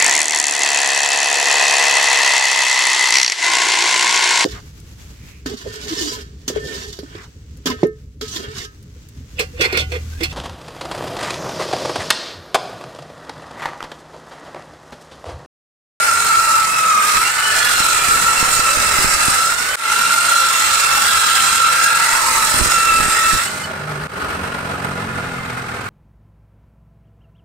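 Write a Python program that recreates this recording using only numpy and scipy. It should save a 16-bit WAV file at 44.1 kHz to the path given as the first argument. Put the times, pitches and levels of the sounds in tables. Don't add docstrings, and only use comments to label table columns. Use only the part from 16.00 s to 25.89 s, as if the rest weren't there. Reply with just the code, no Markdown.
import sys
import numpy as np
from scipy import signal
from scipy.fft import rfft, irfft
from scipy.io import wavfile

SR = 44100
rng = np.random.default_rng(int(sys.argv[2]) if len(sys.argv) > 2 else 0)


def materialize(psi):
    bounded = np.clip(np.atleast_2d(psi).T, -1, 1)
    quanta = np.round(bounded * 32767).astype(np.int16)
    wavfile.write(sys.argv[1], SR, quanta)


N = 436149
TIME = np.arange(N) / SR
FREQS = np.maximum(np.arange(N // 2 + 1) * SR / N, 1)
TEETH = 30


# t/s, share of chatter (0-1), depth of the once-a-turn flutter (0-1)
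BITE = [(0, .62, .05), (1.4, .9, .15), (2.2, .52, .45), (3.5, .6, .2), (3.85, .48, .85), (4.9, .8, .1),
        (6.3, .62, .3), (7.2, .33, .1)]
WORKING_HZ, SAG_DB_PER_HZ = 1339, .032

def whine(tooth, tooth_hz, rasp_db, flank_db, surge_db, octave_surge_db):
    scraping_db = flank_db - flank_db.mean()
    sag_hz = WORKING_HZ - tooth_hz
    whine_db = -20.5 + SAG_DB_PER_HZ * sag_hz + .27 * scraping_db + surge_db
    octave_db = -32.7 + SAG_DB_PER_HZ * np.maximum(sag_hz, 0) + .6 * scraping_db + octave_surge_db
    third_db = rasp_db - 10 + .23 * scraping_db
    rough, flutter = np.clip(curves(BITE), 0, 1)
    rough = np.clip(rough - .017 * surge_db, 0, 1)
    uneven = 1.72 * chatter(width_hz=43, alike=.3) + .67 * chatter(width_hz=96, alike=.26)
    lag = np.array([[0], [.9]]) * wobble(hz=2.6)
    first = np.sqrt(1 - rough ** 2) * np.exp(1j * lag) + rough * uneven
    first = first / np.sqrt(.7 + .47 * abs(first) ** 2)
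    harder_bite = 1 + flutter * np.sin(tooth / TEETH + 2 * wobble(hz=14))
    first = first * harder_bite / np.sqrt(1 + flutter ** 2 / 2)
    second = .5 + .68 * chatter(width_hz=46, alike=.54)
    third = chatter(width_hz=55, alike=.33)
    spin = np.exp(1j * tooth)
    tone = undb(whine_db) * first * spin + undb(octave_db) * second * spin ** 2
    tone += undb(third_db) * third * spin ** 3
    return np.sqrt(2) * tone.imag


# centre t/s, duration/s, rise of the whine/dB, rise of its octave/dB
SURGES = [(0.055, 0.41, 9, 2), (0.362, 0.24, 10, 4), (0.556, 0.24, 10, -10), (0.758, 0.21, 5, 15),
          (0.928, 0.25, 9, 8), (1.167, 0.13, 4, 9), (1.276, 0.069, -2, 14), (1.468, 0.13, 3, 15.5),
          (1.855, .2, 3.5, 0), (2.128, 0.085, 8.5, 0), (2.292, 0.09, 8.5, 7), (2.389, 0.072, 3, 16),
          (2.68, .3, 4, 11), (2.9, .25, 0, 9), (3.43, .22, 5.5, 0), (4.043, 0.53, 5.5, 6),
          (4.382, 0.29, 6.5, 3), (4.548, .1, -0.5, 6), (4.889, 0.17, 3, 5), (5.653, 0.13, 9.5, 4),
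          (5.9, 0.42, 5, 5.5), (6.803, 0.24, 6.5, 11), (6.949, 0.2, 6.5, 12.5), (7.269, 0.15, 7, 9)]

def surges():
    return sum(np.outer(rises_db, swell(s, length)) for s, length, *rises_db in SURGES)


# f/Hz, relative level/dB
RASP_SPECTRUM = [(1200, -18.5), (3400, -7), (4100, -1.5), (4600, -3), (5300, 1.5), (6200, -2.5), (6900, 3),
                 (8200, 1.5), (8800, -3.5), (9300, 2), (10200, -3.5), (11300, -9.5), (12400, -5.5),
                 (15500, -9)]
BOARD_SPECTRUM = [(60, -25), (330, -29), (700, -13), (880, -0.5), (1080, -4), (1300, 7), (1600, 1),
                  (2050, 2), (2400, -1.5), (2680, 1), (3000, -10), (5000, -29)]
FLANK_SPECTRUM = [(2000, -31), (2950, 0.5), (3350, 5.5), (3900, 1.5), (4600, -4.5), (6500, -27)]
TABLE_SPECTRUM = [(40, -17), (75, 0.5), (130, -9), (190, -4), (320, -4.5), (420, 0), (620, 5.5),
                  (800, -3.5), (1300, -21.5)]

def kerf(tooth, rasp_db, flank_db, surge_db, near):
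    board_db = -19 + .51 * (rasp_db - rasp_db.mean()) - .18 * surge_db
    table_db = -39 + 7 * near
    pulsing = (1 + .26 * np.cos(tooth)) * (1 + .12 * np.sin(tooth / TEETH))
    tearing = pulsing * undb(wobble(hz=906))
    rasp = spread(noise() * tearing * undb(.99 * wobble(hz=44.8)), response(RASP_SPECTRUM))
    rasp = wander(rasp, width_hz=300, life_s=.066, db=1.26)
    board = spread(noise() * tearing * undb(1.1 * wobble(hz=35.02)), response(BOARD_SPECTRUM))
    flank = spread(noise() * tearing, response(FLANK_SPECTRUM))
    table = spread(noise(), response(TABLE_SPECTRUM))
    cut = rasp * undb(rasp_db + 6) + board * undb(board_db)
    cut += flank * undb(flank_db + 1.5) + table * undb(table_db)
    return np.std(cut) * wander(cut, width_hz=51, life_s=.16, db=3)


# centre t/s, duration/s, start f/Hz, end f/Hz, level/dB
SQUEALS = [(.45, .8, 930, 890, -33), (1.569, .4, 1758, 1707, -24.5), (1.658, .22, 3360, 3480, -26.5),
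           (1.824, 0.24, 4200, 3950, -25), (2.04, 0.27, 2440, 2360, -25), (3.058, 0.65, 1614, 1593, -29.5),
           (4.37, .35, 4110, 4060, -28), (4.85, .5, 1227, 1105, -29), (5.25, .6, 1620, 1592, -26.5),
           (5.387, .16, 3320, 3280, -29), (5.68, .25, 4020, 3990, -29), (5.858, 0.46, 1574, 1658, -22.5),
           (6.063, 0.32, 2054, 1920, -25), (6.237, 0.65, 935, 890, -26), (6.259, .42, 1072, 1030, -27),
           (6.4, 0.167, 1170, 1220, -21.5), (7.201, 0.45, 1910, 1830, -30), (7.55, 0.31, 2070, 2068, -35)]

def squeals():
    out = np.zeros((2, N))
    ringing = .19 + chatter(width_hz=26, alike=.84)
    for s, length, start_hz, end_hz, db in SQUEALS:
        span = np.flatnonzero(abs(TIME - s) < length / 2)
        tone = np.exp(1j * turns(np.linspace(start_hz, end_hz, len(span))))
        envelope = np.sqrt(2 * np.hanning(len(span)))
        waver = ringing[:, (span + rng.integers(N)) % N]
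        out[:, span] += undb(db) * envelope * (tone * waver).imag
    return out


# t/s, level/dB
GRAZES = [(7.477, -30), (7.645, -28)]

def grazes(tooth):
    ping = np.sin(2 * tooth) + undb(-5) * np.sin(3 * tooth)
    return np.sqrt(2) * ping * sum(undb(db) * swell(s, length=.028) for s, db in GRAZES)


PASS_S, PASS_M, WALK_M_PER_S = 9.05, .53, 1.36

def running(shaft, shaft_hz, in_wood):
    yard = TIME > DIP_TIMES[1]
    whirr_db = np.where(yard, -28.5 + .42 * (shaft_hz - 46.5), -30.5 - 13 * in_wood)
    opening_db = -48 + 9.5 * ramp(end=7.82, length=.11)
    passing_db = -30.5 - 20 * np.log10(np.hypot(1, WALK_M_PER_S * (TIME - PASS_S) / PASS_M))
    exhaust_db = np.where(yard, passing_db, opening_db) - 13.6 * in_wood
    return whirr(shaft, whirr_db) + engine(shaft, yard) * undb(exhaust_db)


# multiple of the shaft rate, relative level/dB at the table, relative level/dB in the yard
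ENGINE_ORDERS = [(1, -27, -17), (2, -11, -12), (3, 8, -3), (4, -14, -1.5), (5, -22, -5.5), (6, -27, -4),
                 (8, -3.5, -15), (9, -7, -31), (11, -6, -12)]

def engine(shaft, yard):
    crank = shaft + .18 * wobble(hz=16)
    hum = 0
    for order, table_db, yard_db in ENGINE_ORDERS:
        amplitude = undb(np.where(yard, yard_db, table_db) + 2.6 * wobble(hz=5))
        hum = hum + amplitude * np.sin(order * crank + rng.uniform(0, 2 * np.pi))
    return hum


# f/Hz, relative level/dB
WHIRR_SPECTRUM = [(30, -25), (80, -5), (280, -10), (345, -15), (480, -7.5), (730, -11.5), (1000, -8),
                  (1400, -11), (2400, -13), (3400, -20.5), (6400, -26.5), (9200, -27), (11200, -35.5),
                  (12600, -29), (15000, -39)]
# f/Hz, bandwidth/Hz, relative level/dB
TABLE_MODES = [(400, 12, -14.5), (863, 65.2, -11), (1285, 100, -3.5), (1412, 46, -3.5)]

def whirr(shaft, whirr_db):
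    clatter = (1 + .19 * np.cos(shaft)) * undb(1.43 * wobble(hz=40))
    air = spread(noise() * clatter, response(WHIRR_SPECTRUM))
    air = wander(air, width_hz=37, life_s=.91, db=3)
    modes = sum(undb(db) / np.sqrt(width) / (1 + 1j * (FREQS / hz - hz / FREQS) * hz / width)
                for hz, width, db in TABLE_MODES)
    sawdust = spread(noise(), response(RASP_SPECTRUM)) * undb(-36 + 4.8 * wobble(hz=34.9))
    ringing = spread(noise() * clatter, modes)
    return (sawdust + air * undb(2.5) + ringing * undb(1)) * undb(whirr_db)


# f/Hz, relative level/dB
DRAUGHT_SPECTRUM = [(15, -2), (40, -2.5), (90, -8), (200, -12), (500, -17), (1500, -64)]
# centre t/s, duration/s, rise/dB
GUSTS = [(1.157, .14, 18), (5.25, 1.1, 8), (6.623, 0.16, 13), (7, 0.29, 7.5), (7.35, 0.095, 14),
         (9.149, .8, 14)]

def draught(near):
    level_db = -53 + 25.5 * near + sum(db * swell(s, length) for s, length, db in GUSTS)
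    pressure = unit(colour(rng.standard_normal(N), response(DRAUGHT_SPECTRUM)))
    return pressure * undb(level_db + 2.7 * wobble(hz=17))


# t/s, relative level/dB
CHIPS = [(1.804, -14.5), (2.087, -16), (2.428, -10.5), (2.594, -15), (2.773, -15), (2.987, -12),
         (3.045, -9.5), (3.283, -8), (6.543, -14), (6.611, -10.5), (6.66, -13.5), (7.002, -13),
         (7.061, -14), (7.083, -13), (7.332, -12.5)]
CHIP_DECAY_S = .0012

def chips():
    knocks = np.zeros(N)
    for s, db in CHIPS:
        span = np.flatnonzero((TIME >= s) & (TIME < s + .05))
        age = TIME[span] - s
        push = np.exp(-age / CHIP_DECAY_S) - .19 * np.exp(-age / (4 * CHIP_DECAY_S))
        knocks[span] -= undb(db + 9) * push
    return signal.sosfilt(signal.butter(2, 480, fs=SR, output="sos"), knocks)


def frame():
    hz, half_width_hz = 74, 24
    rumble = colour(rng.standard_normal(N), 1 / (1 + ((FREQS - hz) / half_width_hz) ** 4))
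    return unit(rumble) * undb(-48) * swell(5.1, length=1.7)


# f/Hz, correlation (0-1)
COHERENCE = [(100, 1), (750, 0.56), (1400, 0.13), (2700, 0.18), (3300, 0.012), (5000, 0.18), (5900, 0.16),
             (7250, 0), (7750, 1), (8700, 0.56), (9400, 0.41), (11000, 0.029), (13400, 1), (14300, 0.23)]

def spread(pair, gain):
    alike = np.clip(over_hz(COHERENCE), -1, 1)
    mid, side = colour(pair, gain * np.sqrt([1 + alike, 1 - alike]))
    return unit(np.array([mid + side, mid - side]))


def chatter(width_hz, alike):
    steps = np.arange(N // 32 + 2)
    draws = rng.standard_normal((3, len(steps))) + 1j * rng.standard_normal((3, len(steps)))
    slow = signal.sosfilt(signal.butter(2, width_hz, fs=SR / 32, output="sos"), draws)
    ports = np.sqrt(alike) * slow[0] + np.sqrt(1 - alike) * slow[1:]
    ports = ports / np.std(ports)
    return np.array([np.interp(np.arange(N) / 32, steps, port) for port in ports])


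def wander(pair, width_hz, life_s, db):
    _, _, spectra = signal.stft(pair, nperseg=2048, noverlap=1536)
    field = rng.standard_normal(spectra.shape[1:])
    across = np.fft.fftfreq(field.shape[0], SR / 2048)[:, None] * width_hz
    along = np.fft.rfftfreq(field.shape[1], 512 / SR) * life_s
    smoothing = np.exp(-2 * (across ** 2 + along ** 2))
    field = unit(np.fft.irfft2(np.fft.rfft2(field) * smoothing, field.shape))
    _, sound = signal.istft(spectra * undb(db * field), nperseg=2048, noverlap=1536)
    return unit(sound[:, :N])


def wobble(hz):
    draws = rng.standard_normal(N // 16)
    return unit(np.interp(2 * hz * TIME, np.arange(len(draws)), draws))


def noise():
    return rng.standard_normal((2, N))


def colour(x, gain):
    return irfft(rfft(x) * gain, N)


def response(table):
    return undb(over_hz(table))


def over_hz(table):
    hz, value = np.transpose(table)
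    return np.interp(np.log(FREQS), np.log(hz), value)


def curves(table):
    s, *columns = np.transpose(table)
    return [np.interp(TIME, s, column) for column in columns]


def turns(hz):
    return 2 * np.pi * np.cumsum(hz) / SR


def swell(s, length):
    return np.cos(np.pi * np.clip((TIME - s) / length, -.5, .5))


def ramp(end, length):
    return np.clip(1 + (TIME - end) / length, 0, 1)


def undb(db):
    return 10 ** (np.asarray(db) / 20)


def unit(x):
    return x / np.sqrt(np.mean(x ** 2))


# t/s, f/Hz
LOADED_TOOTH_RATE = [(0, 1378), (.35, 1351), (.8, 1294), (1.03, 1235), (1.2, 1304), (1.35, 1479),
                     (1.47, 1473), (1.9, 1357), (2.6, 1330), (3.42, 1329), (3.74, 1526), (3.78, 1364),
                     (4.25, 1382), (4.75, 1347), (5.97, 1360), (6.3, 1306), (6.76, 1360), (6.95, 1321),
                     (7.35, 1321)]
# t/s, f/Hz
FREE_SHAFT_RATE = [(7.5, 49.9), (8.05, 49.8), (8.2, 47.3), (9, 45.32), (9.89, 40.27)]
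# t/s, relative level/dB
RASP_EARLY = [(0.12, -23), (0.98, -25), (1.14, -20.5), (1.34, -26), (1.64, -22), (3.34, -21), (3.68, -27)]
RASP_LATE = [(3.98, -23), (4.02, -22.5), (5.58, -21), (5.66, -24), (6.62, -20), (6.81, -24), (7.33, -22)]
FLANK_SCRAPE = [(1, -37.5), (1.8, -28), (2.5, -32.5), (3.1, -40.5), (4, -28), (5.4, -23.5), (6.3, -35),
                (7.3, -30)]
# t/s, nearness (0-1)
NEARNESS = [(.4, 0.45), (1, 0), (1.4, 0.2), (2.1, 0.76), (3.1, 0.96), (3.75, 0.23), (5.8, .15), (6.6, 0.86),
            (7.3, .7), (7.6, 0)]
FREE_S, CLEAR_S = 7.49, 7.71

def scene():
    rasp_db = curves(RASP_EARLY + RASP_LATE)[0]
    flank_db = curves(FLANK_SCRAPE)[0]
    near = curves(NEARNESS)[0]
    in_wood = 1 - ramp(FREE_S, length=.115)
    brushing = undb(-10 - 32 * np.maximum(TIME - FREE_S, 0))
    contact = (in_wood + (1 - in_wood) * brushing) * (1 - ramp(CLEAR_S, length=.05))
    shaft_hz = in_wood * curves(LOADED_TOOTH_RATE)[0] / TEETH + (1 - in_wood) * curves(FREE_SHAFT_RATE)[0]
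    shaft = turns(shaft_hz)
    tooth = TEETH * shaft + turns(6 * wobble(hz=14))
    surge_db, octave_surge_db = surges()
    cutting = whine(tooth, TEETH * shaft_hz, rasp_db, flank_db, surge_db, octave_surge_db)
    cutting += kerf(tooth, rasp_db, flank_db, surge_db, near)
    grain = undb(.59 * wobble(hz=28.02))
    wood = cutting * grain * contact + squeals() + grazes(tooth)
    machine = running(shaft, shaft_hz, in_wood) + frame()
    buffeting = (draught(near) + chips()) * undb([[-20], [0]])
    return wood + machine + buffeting


# f/Hz, gain/dB
LEFT_PORT = [(1500, 0), (3300, -3), (4300, -2.5), (5700, -8), (6500, -17), (7100, -20), (7700, -8.5),
             (8600, 2), (13500, -6.5), (13900, -20), (14400, -7), (15200, -20)]
RIGHT_PORT = [(8700, 0.5), (9200, -2.5), (9550, -22), (9850, -24), (10200, -14), (10500, -18),
              (11200, -5.5)]
DIP_TIMES = [3.757, 8.072]
DIP_DB, RECOVERY_S, TOP_HZ = -24, .16, 15600

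def record(dry):
    sound = colour(dry, np.array([response(LEFT_PORT), response(RIGHT_PORT)]))
    for s in DIP_TIMES:
        recovery = np.maximum(ramp(s + RECOVERY_S, RECOVERY_S) ** .7, undb(DIP_DB))
        sound = sound * np.where(TIME < s, 1, recovery)
    lowpass = signal.ellip(10, .2, 80, TOP_HZ, fs=SR, output="sos")
    return signal.sosfilt(lowpass, np.clip(sound, -1, 1))


dry = scene()
out = record(dry)
materialize(out)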